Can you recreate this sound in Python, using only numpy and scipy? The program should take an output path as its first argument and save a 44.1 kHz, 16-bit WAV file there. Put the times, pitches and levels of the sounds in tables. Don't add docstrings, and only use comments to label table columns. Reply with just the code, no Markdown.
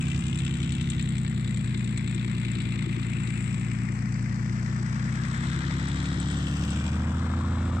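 import sys
import numpy as np
from scipy import signal
from scipy.fft import rfft, irfft, next_fast_len
from scipy.io import wavfile
from scipy.ndimage import uniform_filter1d, minimum_filter1d

SR = 44100
rng = np.random.default_rng(int(sys.argv[2]) if len(sys.argv) > 2 else 0)


def wav_out(sig):
    wavfile.write(sys.argv[1], SR, np.round(np.clip(np.atleast_2d(sig).T, -1, 1) * 32767).astype(np.int16))


N = 343980
TIME_S = np.arange(N) / SR

# time_s, speed_rpm
SHAFT_SPEED = [(0, 1311), (.8, 1328), (1.26, 1243), (1.39, 1212), (1.92, 1194), (2.72, 1167), (3.63, 1168),
               (4.01, 1174), (4.06, 1185), (4.8, 1199), (5.22, 1252), (5.55, 1327), (5.9, 1385),
               (6.22, 1408), (6.57, 1425), (6.89, 1541), (7.18, 1628), (7.43, 1662), (7.66, 1674),
               (7.8, 1699)]
# time_s, position
WALK = [(0, 0.027), (3.7, 0.05), (4.2, 0.18), (5.2, 0.39), (6.2, 0.55), (6.75, 0.72), (7.8, 0.98)]
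# time_s, boom_db, spit_share
EFFORT = [(0, 8.5, 0.86), (2.7, 8, 0.69), (4.3, 4, 0.42), (6.1, 6.5, 0.5), (7.2, 8, 0.2), (7.8, 6, 0.1)]
# place_cycles, thump_db, spit_db, sizzle_db
BEATS = [(0.114, 8.5, 22, 20), (.272, -3, 19.5, 20), (0.437, -0.7, 15.5, 13), (0.621, 9, 21, 20),
         (0.785, 6, 21, 16.5), (0.942, 8, 20.5, 22)]
# harmonic, base_db, lift_db, at_rpm, width_rpm
MAIN_HARMONICS = [(6, -54.5, 27.5, 1682, 576), (7, -63.5, 24.5, 1320, 67), (9, -56, 20, 1453, 530),
                  (11, -53, 15.5, 1400, 300), (12, -38.5, 9.5, 1210, 256), (13, -47.5, -18, 1190, 82),
                  (14, -46.5, -0.5, 1200, 250), (15, -43, 10.5, 1335, 460), (16, -52, 9.5, 1600, 130),
                  (17, -44, 1.5, 420, 360), (18, -38, -23, 1376, 60), (20, -47.5, -12, 1100, 87),
                  (21, -56, 20, 1203, 225), (22, -63.5, 20, 1200, 360), (24, -45, 5.5, 1410, 70),
                  (27, -62, 17, 1170, 54), (28, -63.5, 14.5, 1395, 93), (30, -61, 12.5, 1296, 180)]
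# pitch_hz, level_db
BOOM_SPECTRUM = [(30, -89), (50, -86), (68, -58.5), (84, -52.5), (112, -56), (135, -46), (165, -50.5),
                 (225, -51), (262, -57.5), (287, -66.5), (345, -64), (410, -79.5), (520, -85), (700, -104)]
# pitch_hz, width_hz
PIPE_MODES = [(96, 20.8), (214, 48.5)]
# time_s, left_minus_right_db
BASS_SWAY = [(0, 0), (1.4, 2.1), (3.6, 3.2), (5.8, 2.2), (7.8, -.8)]
# blade_harmonic, level_db
DRONE_HARMONICS = [(1, -44), (2, -37.5)]
# time_s, level_db
CHUG_LEVEL = [(0, -56), (1.1, -55.5), (2, -47.5), (2.8, -43), (3.7, -55), (4.6, -49.5), (5.3, -51.5),
              (6.1, -50.5), (7, -62), (7.8, -64)]
# time_s, level_db, pitch_hz
BARK = [(0, -50, 2380), (1.3, -44.5, 2000), (3.2, -40, 2320), (4.3, -43.5, 1926), (5.2, -43, 1870),
        (5.9, -41, 1930), (6.4, -43, 1780), (6.8, -49, 1665), (7.1, -50, 2040), (7.8, -50, 2200)]
RING = [(0, -42, 2800), (.8, -42, 3040), (1.401, -49, 3480), (2.699, -46, 3400), (3.502, -51, 3290),
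        (4.099, -59.5, 3150), (5.1, -52.5, 3450), (5.4, -45, 3480), (6.1, -44, 3490), (6.4, -41.5, 3220),
        (6.6, -42.5, 2740), (6.85, -42.5, 2490), (7.05, -52, 2490), (7.2, -51, 3540), (7.8, -52.5, 3510)]
# time_s, level_db
HISS = [(0, -50.5), (.9, -55.5), (1.2, -59.5), (3.2, -56), (4.6, -48.5), (6.7, -46.5), (7.05, -54),
        (7.8, -56)]
SIZZLE = [(0, -44.5), (.9, -46), (1.3, -46.5), (3.1, -47), (3.42, -41.5), (3.7, -48), (4.3, -54.5),
          (5.1, -50), (5.4, -44.5), (5.65, -49.5), (6.1, -47), (6.8, -46.5), (7, -53.5), (7.8, -53.5)]
METAL_WIDTHS = [(0.18, 0.21), (0.21, 0.14), (0.21, 0.23), (0.068, 0.072)]
# pitch_hz, level_db
FIZZ_SPECTRUM = [(5000, -27.5), (9000, -2), (10300, -39), (11800, -19), (13500, -5.5), (15800, -21.5)]
# middle_s, lift_db, half_length_s
FIZZ_SWELLS = [(6.6, 17.5, 0.33)]
# time_s, delay_ms, strength
CRANKCASE_ECHO = [(0, 2.66, 0.5), (.5, 2.17, 0.26), (1.3, 2.2, 0.12), (2.2, 1.79, 0.03), (4.5, 1.65, 0.01),
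                  (6.5, 2.23, 0.14), (7.8, 1.7, .12)]
# time_s, level_db, pitch_hz
FAR_RASP = [(0, -61, 6300), (1, -59, 6200), (1.12, -70, 6000), (4.8, -73, 3600), (5.4, -48.5, 3610),
            (6.3, -51.5, 3470), (6.75, -44, 3370), (7.05, -50, 3370), (7.8, -67, 3290)]
# time_s, level_db, pitch_hz
BLADE_RUSH = [(0, -45, 1340), (1.4, -48, 1430), (3.2, -43, 1386), (4.3, -45, 1245), (5.4, -36.5, 1447),
              (6.65, -42.5, 1270), (7.25, -38, 1243), (7.8, -41, 1240)]
# pitch_hz, level_db
SLAP_SPECTRUM = [(400, -58.5), (500, -51.5), (580, -57.5), (770, -53.5), (880, -68), (1050, -60.5),
                 (1250, -59), (1400, -60), (1700, -72)]
# pitch_hz, level_db, fade_s
VALVE_MODES = [(1670, -8.5, .03), (2070, 4.5, 0.11), (2260, -1, .04), (2430, 4.5, 0.089), (2658, 2, 0.1),
               (2880, -3, 0.083), (3380, 0, .045), (3540, -2, 0.058), (3820, -5.5, 0.045),
               (4620, -14, 0.045)]
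# time_s, level_db
VALVE_LEVEL = [(0, -46), (1.4, -47.5), (2.5, -44), (3.3, -45), (4, -56), (7.8, -62)]
# start_s, peak_db (not used), ring_db, sizzle_db
CRACKS = [(0.0827, -30, -38, -36), (0.2365, -28, -40, -51), (0.388, -28, -35, -32), (0.4475, -26, -40, -43),
          (0.539, -28, -37, -47), (0.63, -29, -32.5, -40), (0.7214, -27, -30.5, -33),
          (0.8113, -26, -33, -35), (0.9006, -23, -34, -26.5), (0.995, -28, -29.5, -42),
          (1.0906, -31, -55, -39.5), (1.1807, -29, -57, -36), (1.4447, -36, -42, -43),
          (1.476, -32, -38, -57), (1.5434, -34, -56, -41), (1.575, -21, -48, -42), (1.644, -33, -47, -39.5),
          (1.6767, -35, -40, -51), (1.7447, -32, -32, -46), (1.7759, -34, -44, -40.5),
          (1.8434, -32, -41, -35.5), (1.975, -27, -34, -33), (2.0757, -30, -35.5, -42.5),
          (2.146, -36, -45, -35.5), (2.449, -30, -31.5, -37), (2.5526, -33, -34, -49),
          (2.603, -34, -30, -54), (2.634, -34, -47, -55), (3.272, -32, -34, -54), (3.376, -30, -43.5, -49),
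          (5.884, -34, -55, -42), (5.913, -26, -38, -59), (6.0551, -31, -33, -47), (6.2, -30, -40, -42.5),
          (6.3116, -29, -39, -37.5), (6.704, -29, -44, -38)]
# pitch_hz, level_db
CRACK_RING = [(200, -61), (1200, -17), (2100, -3.5), (2600, 0), (3100, -7.5), (3700, 1.5), (4300, -8.5),
              (5500, -20.5), (9000, -73)]
CRACK_SIZZLE = [(3000, -60), (5500, -19), (6500, -13.5), (7700, -1), (8200, 0.5), (9000, -18.5),
                (10200, -53), (13000, -47), (15800, -54)]
# start_s, level_db, pitch_hz
KNOCKS = [(4.025, -42, 2080), (4.0572, -33, 1960), (4.2582, -32, 2030), (4.311, -32, 1930),
          (4.7576, -33, 1800), (4.8608, -30, 1960), (4.9064, -31, 1900), (4.9591, -38, 1930),
          (5.0056, -31, 1970), (5.0784, -26, 1840), (5.1497, -34, 1920), (5.197, -24, 1670),
          (5.25, -33, 2000), (5.3433, -29, 1930), (5.437, -32, 1120), (5.6403, -26, 1800),
          (5.7044, -34, 915), (5.7962, -33, 1990), (6.7283, -32, 1450), (7.1395, -27, 1300),
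          (7.2456, -36, 1130), (7.3184, -38, 1340), (7.3362, -33, 1310), (7.4086, -29, 1100),
          (7.428, -34, 1150), (7.4435, -25.5, 1075), (7.4973, -38, 1330), (7.516, -36, 1220),
          (7.5708, -28, 1110), (7.7134, -27, 1160), (7.783, -28.5, 1250)]
PINGS = [(5.8845, -36, 7810), (6.0282, -38, 8100), (6.1998, -28.5, 7850), (6.2841, -37, 7740),
         (6.3694, -35, 7710), (6.7037, -30.5, 7800), (6.8638, -34.5, 7600)]
# pitch_ratio, level_db, fade_s
KNOCK_MODES = [(.76, -2.5, 0.026), (1.001, 2.5, 0.043), (1.2, -5, 0.028)]
PING_MODES = [(0.999, 5, 0.042), (1.03, -3, 0.035)]
# pitch_hz, factor
RIGHT_SHADE = [(200, -2.5), (380, 0), (700, 0.82), (1500, 1.1), (2400, 0.94), (4000, 0.3), (5500, 1.2),
               (7700, 2), (9000, 0.8), (10500, 0)]
# pitch_hz, likeness
LIKENESS = [(300, 0.44), (700, 0.84), (1500, 0.63), (3200, 0.57), (5500, 0.18), (8000, 0.25),
            (11000, 0.082)]

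LEFT_LAG_MS = (0.506, 0.033)
BLADE_PASSES, BLADE_PLACE = 4, 0.225


def amp(db):
    return 10 ** (np.asarray(db) / 20)


def unit(x):
    return x / np.sqrt(np.mean(x ** 2) + 1e-20)


def bell(x, centre, width):
    return np.exp(-((x - centre) / width) ** 2)


def at_pitch(points, hz):
    pitches, values = np.transpose(points)
    return np.interp(np.log(hz + 1), np.log(pitches + 1), values)


def curves(rows):
    times, *columns = np.transpose(rows)
    return [np.interp(TIME_S, times, column) for column in columns]


def walked(side, front):
    return side + (front - side) * curves(WALK)[0]


def wobble(rate_hz):
    knots = rng.standard_normal(1024)
    return np.interp(TIME_S * rate_hz, np.arange(len(knots)), knots)


def filtered(x, gain_at):
    size = next_fast_len(N + 8192)
    return irfft(rfft(x, size) * gain_at(np.fft.rfftfreq(size, 1 / SR)), size)[..., :N]


def noise(spectrum):
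    return unit(filtered(rng.standard_normal((2, N)), lambda hz: amp(at_pitch(spectrum, hz))))


def resonant(drive, centre_hz, octaves, frame_lag_ms=0.448):
    flows = (drive * rng.standard_normal((2, N))).astype(np.float32)
    hz, times, spectra = signal.stft(flows, SR, nperseg=1024)
    tracks = (centre_hz, octaves, *curves(CRANKCASE_ECHO))
    centre, width, delay_ms, echo = (np.interp(times, TIME_S, np.broadcast_to(v, N)) for v in tracks)
    hump = np.exp(-(np.log2((hz[:, None] + 1) / centre) / (2 * width)) ** 2)
    delays_ms = (delay_ms, delay_ms + frame_lag_ms)
    comb = 1 + sum(echo * np.exp(-2j * np.pi * np.outer(hz, ms) / 1000) for ms in delays_ms)
    return unit(signal.istft(spectra * (hump * comb).astype(np.complex64), SR, nperseg=1024)[1][:, :N])


def throb(cycle, rpm, boom_db, lead_s=0.00619, unevenness=0.42, weak_db=-11):
    place, thump_db, *_ = np.transpose(BEATS)
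    step = 6
    rpm = rpm[::step]
    main_db = {round(k): db + lift * bell(rpm, at, width) for k, db, lift, at, width in MAIN_HARMONICS}
    harmonics = np.arange(5, 52)
    weak = (23, 29, 31, 34)
    pattern = np.exp(-2j * np.pi * np.outer(harmonics, place)) @ amp(thump_db)
    out = 0
    for k, beat, size in zip(harmonics, pattern, unit(np.abs(pattern) ** unevenness)):
        hz = k * rpm / 120
        waver_db = (boom_db + wobble(2.3))[::step] + weak_db * (k in weak)
        level = amp(main_db[k]) if k in main_db else size * amp(at_pitch(BOOM_SPECTRUM, hz) + waver_db)
        pipe_lag = sum(2 * np.arctan2(hz * width, mode ** 2 - hz ** 2) for mode, width in PIPE_MODES)
        phase = 2 * np.pi * (k * cycle[::step] + hz * lead_s) + np.angle(beat) - pipe_lag
        out = out + level * np.sqrt(2) * np.cos(phase)
    return signal.resample_poly(out, step, 1)[:N]


def rumble(boom_db, rough_db=-45, buffet_db=-74):
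    rough = amp(boom_db + rough_db) * noise(BOOM_SPECTRUM)[0]
    buffet = amp(buffet_db) * noise([(15, -4), (35, 0), (80, -8), (300, -40), (1000, -100)])[0]
    return rough + buffet


def blade_drone(cycle):
    phase = 2 * np.pi * BLADE_PASSES * cycle
    hum = sum(amp(db) * np.sqrt(2) * np.sin(round(k) * phase) for k, db in DRONE_HARMONICS)
    return amp(walked(side=-28.5, front=3.5)) * hum


def gas_spits(cycle, lead_s=0.0027, rise_s=0.0012, decay_s=0.003, jitter_s=0.00081, scatter_db=2):
    place, _, *levels_db = np.transpose(BEATS)
    cycles = np.arange(int(cycle[-1]) + 1)
    chance = rng.standard_normal((len(cycles) * len(BEATS), 3))
    beat_s = np.interp((cycles[:, None] + place).ravel(), cycle, TIME_S, right=N)
    start_s = beat_s - lead_s + jitter_s * chance[:, 0]
    sizes = amp(np.tile(levels_db, len(cycles)) + scatter_db * chance[:, 1:].T)
    heard = (start_s > 0) & (start_s < TIME_S[-1])
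    starts = (start_s[heard] * SR).astype(int)
    t = TIME_S[:SR // 20]
    puff = (1 - np.exp(-t / rise_s)) ** 2 * np.exp(-t / decay_s)
    return [unit(signal.fftconvolve(np.bincount(starts, size[heard], N), puff)[:N]) for size in sizes]


def exhaust_rasp(flow, jet, spit_share, fizz_db=-84, uneven_db=3.0):
    swell_db = sum(db * bell(TIME_S, middle_s, half_s) for middle_s, db, half_s in FIZZ_SWELLS)
    out = amp(fizz_db + swell_db) * noise(FIZZ_SPECTRUM) * np.sqrt((1 + jet ** 2) / 2)
    # gas, level_db, pitch_hz
    bands = [(flow, *curves(BARK)), (flow, *curves(RING)),
             (flow, *curves(HISS), 5400), (jet, *curves(SIZZLE), 7710)]
    for (gas, db, hz), widths, pulsing in zip(bands, METAL_WIDTHS, np.linspace(0.92, 1, len(bands))):
        share = np.clip(spit_share * pulsing, 0, 1)
        uneven_gas = unit(gas * amp(uneven_db * wobble(60)))
        drive = np.sqrt(1 - share + share * uneven_gas ** 2)
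        out += amp(db) * resonant(drive, hz, walked(*widths))
    return out


def far_rasp(flow):
    db, hz = curves(FAR_RASP)
    return np.array([np.zeros(N), amp(db) * resonant(np.sqrt(1 + flow ** 2), hz, octaves=0.13)[0]])


def blade_wash(cycle, flow, spit_share, sharpness=1.9):
    passing = np.exp(sharpness * (np.cos(2 * np.pi * BLADE_PASSES * (cycle - BLADE_PLACE)) - 1))
    blade = 1 + amp(walked(side=-0.5, front=5)) ** 2 * passing
    exhaust_share = np.clip(0.3 * spit_share ** 2, 0, 1)
    drive = np.sqrt((1 - exhaust_share) * blade / blade.mean() + exhaust_share * flow ** 2)
    rush_db, rush_hz = curves(BLADE_RUSH)
    roar = resonant(np.sqrt(drive), centre_hz=710, octaves=0.6)
    rush = resonant(drive, rush_hz, octaves=walked(side=0.44, front=0.26))
    return amp(walked(side=-52, front=-44)) * roar + amp(rush_db) * rush


def blade_slap(cycle, rpm):
    blade_hz = 2 * rpm / 60
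    phase = 2 * np.pi * BLADE_PASSES * (cycle - BLADE_PLACE)
    buzz = sum(amp(at_pitch(SLAP_SPECTRUM, k * blade_hz)) * np.cos(k * phase) for k in range(9, 31))
    return amp(walked(side=-16.5, front=1.5)) * np.sqrt(2) * buzz


def valve_taps(cycle, lag_cycles=0.002, scatter_db=4.5, detune=0.015):
    places = (np.arange(int(cycle[-1]))[:, None] + np.transpose(BEATS)[0] + lag_cycles).ravel()
    starts = np.interp(places, cycle, np.arange(N)).astype(int)
    hz, db, fade_s = np.transpose(VALVE_MODES)
    out, t = np.zeros(N + SR), TIME_S[:SR // 16, None]
    fading = amp(db - 60 * t / fade_s)
    for start, (shift, *mix) in zip(starts, rng.standard_normal((len(starts), 1 + len(hz)))):
        tones = fading * np.sin(2 * np.pi * hz * (1 + detune * shift) * t)
        out[start:][:len(t)] += tones @ amp(scatter_db * np.array(mix))
    return amp(curves(VALVE_LEVEL)[0]) * unit(out[:N])


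def pipe_chug(cycle, place=0.66, pitch_hz=327.7, rise_s=0.0075, scatter_db=3.3, lean_left_db=11.5):
    starts = np.interp(np.arange(int(cycle[-1])) + place, cycle, np.arange(N)).astype(int)
    kicks = np.bincount(starts, amp(scatter_db * rng.standard_normal(len(starts))), N)
    t = TIME_S[:SR // 12]
    pop = (t / rise_s * np.exp(-t / rise_s)) ** 3 * np.sin(2 * np.pi * pitch_hz * t)
    pan = amp([[lean_left_db / 2], [-lean_left_db / 2]])
    return pan * amp(curves(CHUG_LEVEL)[0]) * unit(signal.fftconvolve(kicks, pop)[:N])


def exhaust_cracks(rise_s=0.00019):
    t = TIME_S[:SR // 20]
    start_s, _, ring_db, sizzle_db = np.transpose(CRACKS)
    parts = [(ring_db + 1, CRACK_RING, 0.0088), (sizzle_db + 2, CRACK_SIZZLE, 0.0065)]
    out = 0
    for db, spectrum, decay_s in parts:
        kicks = np.bincount((start_s * SR).astype(int), amp(db), N)
        burst = (1 - np.exp(-t / rise_s)) * np.exp(-t / decay_s)
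        out = out + signal.fftconvolve(kicks, burst)[:N] * noise(spectrum)
    return out


def struck(blows, modes, rise_s):
    out, t = np.zeros(N + SR), TIME_S[:SR // 10]
    for start_s, db, hz in blows:
        ring = sum(amp(db + mode_db - 60 * t / fade_s) * np.sin(2 * np.pi * (hz * ratio * t + rng.random()))
                   for ratio, mode_db, fade_s in modes)
        out[int(start_s * SR):][:len(t)] += ring * (1 - np.exp(-t / rise_s))
    return out[:N]


def knocks_and_pings():
    return struck(KNOCKS, KNOCK_MODES, rise_s=0.0013) + struck(PINGS, PING_MODES, rise_s=0.00072)


def microphone_sides(pair):
    hz, times, (direct, scattered) = signal.stft(pair, SR, nperseg=512)
    lag_ms = np.interp(times, TIME_S, walked(*LEFT_LAG_MS))
    shade_db = np.interp(times, TIME_S, walked(side=12, front=7))
    alike = np.clip(at_pitch(LIKENESS, hz), 0, 1)[:, None]
    shade = amp(-np.outer(at_pitch(RIGHT_SHADE, hz), shade_db))
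    lead = np.exp(2j * np.pi * np.outer(hz, lag_ms) / 1000)
    right = shade * lead * (alike * direct + np.sqrt(1 - alike ** 2) * scattered)
    return np.array([pair[0], signal.istft(right, SR, nperseg=512)[1][:N]])


def bass_sides(bass, lag_share=0.45):
    lag_s = lag_share * walked(*LEFT_LAG_MS) / 1000
    sway_db, = curves(BASS_SWAY)
    return [amp(side * sway_db) * np.interp(TIME_S - side * lag_s, TIME_S, bass) for side in (.5, -.5)]


def scene():
    rpm, = curves(SHAFT_SPEED)
    cycle = np.cumsum(rpm / 120) / SR
    boom_db, spit_share = curves(EFFORT)
    flow, jet = gas_spits(cycle)
    clatter = valve_taps(cycle) + knocks_and_pings() + blade_slap(cycle, rpm)
    pair = exhaust_rasp(flow, jet, spit_share) + blade_wash(cycle, flow, spit_share) + exhaust_cracks()
    pair[0] += clatter
    upper = microphone_sides(pair) + far_rasp(flow)
    bass = throb(cycle, rpm, boom_db) + blade_drone(cycle) + rumble(boom_db)
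    return upper + pipe_chug(cycle) + bass_sides(bass)


def record(dry, ceiling_db=-18.5, reaction_s=0.011, top_hz=15800):
    window = int(reaction_s * SR)
    needed = np.minimum(1, amp(ceiling_db) / (np.abs(dry).max(axis=0) + 1e-9))
    gain = uniform_filter1d(minimum_filter1d(needed, window), window)
    return filtered(dry * gain, lambda hz: hz < top_hz)


dry = scene()
out = record(dry)
wav_out(out)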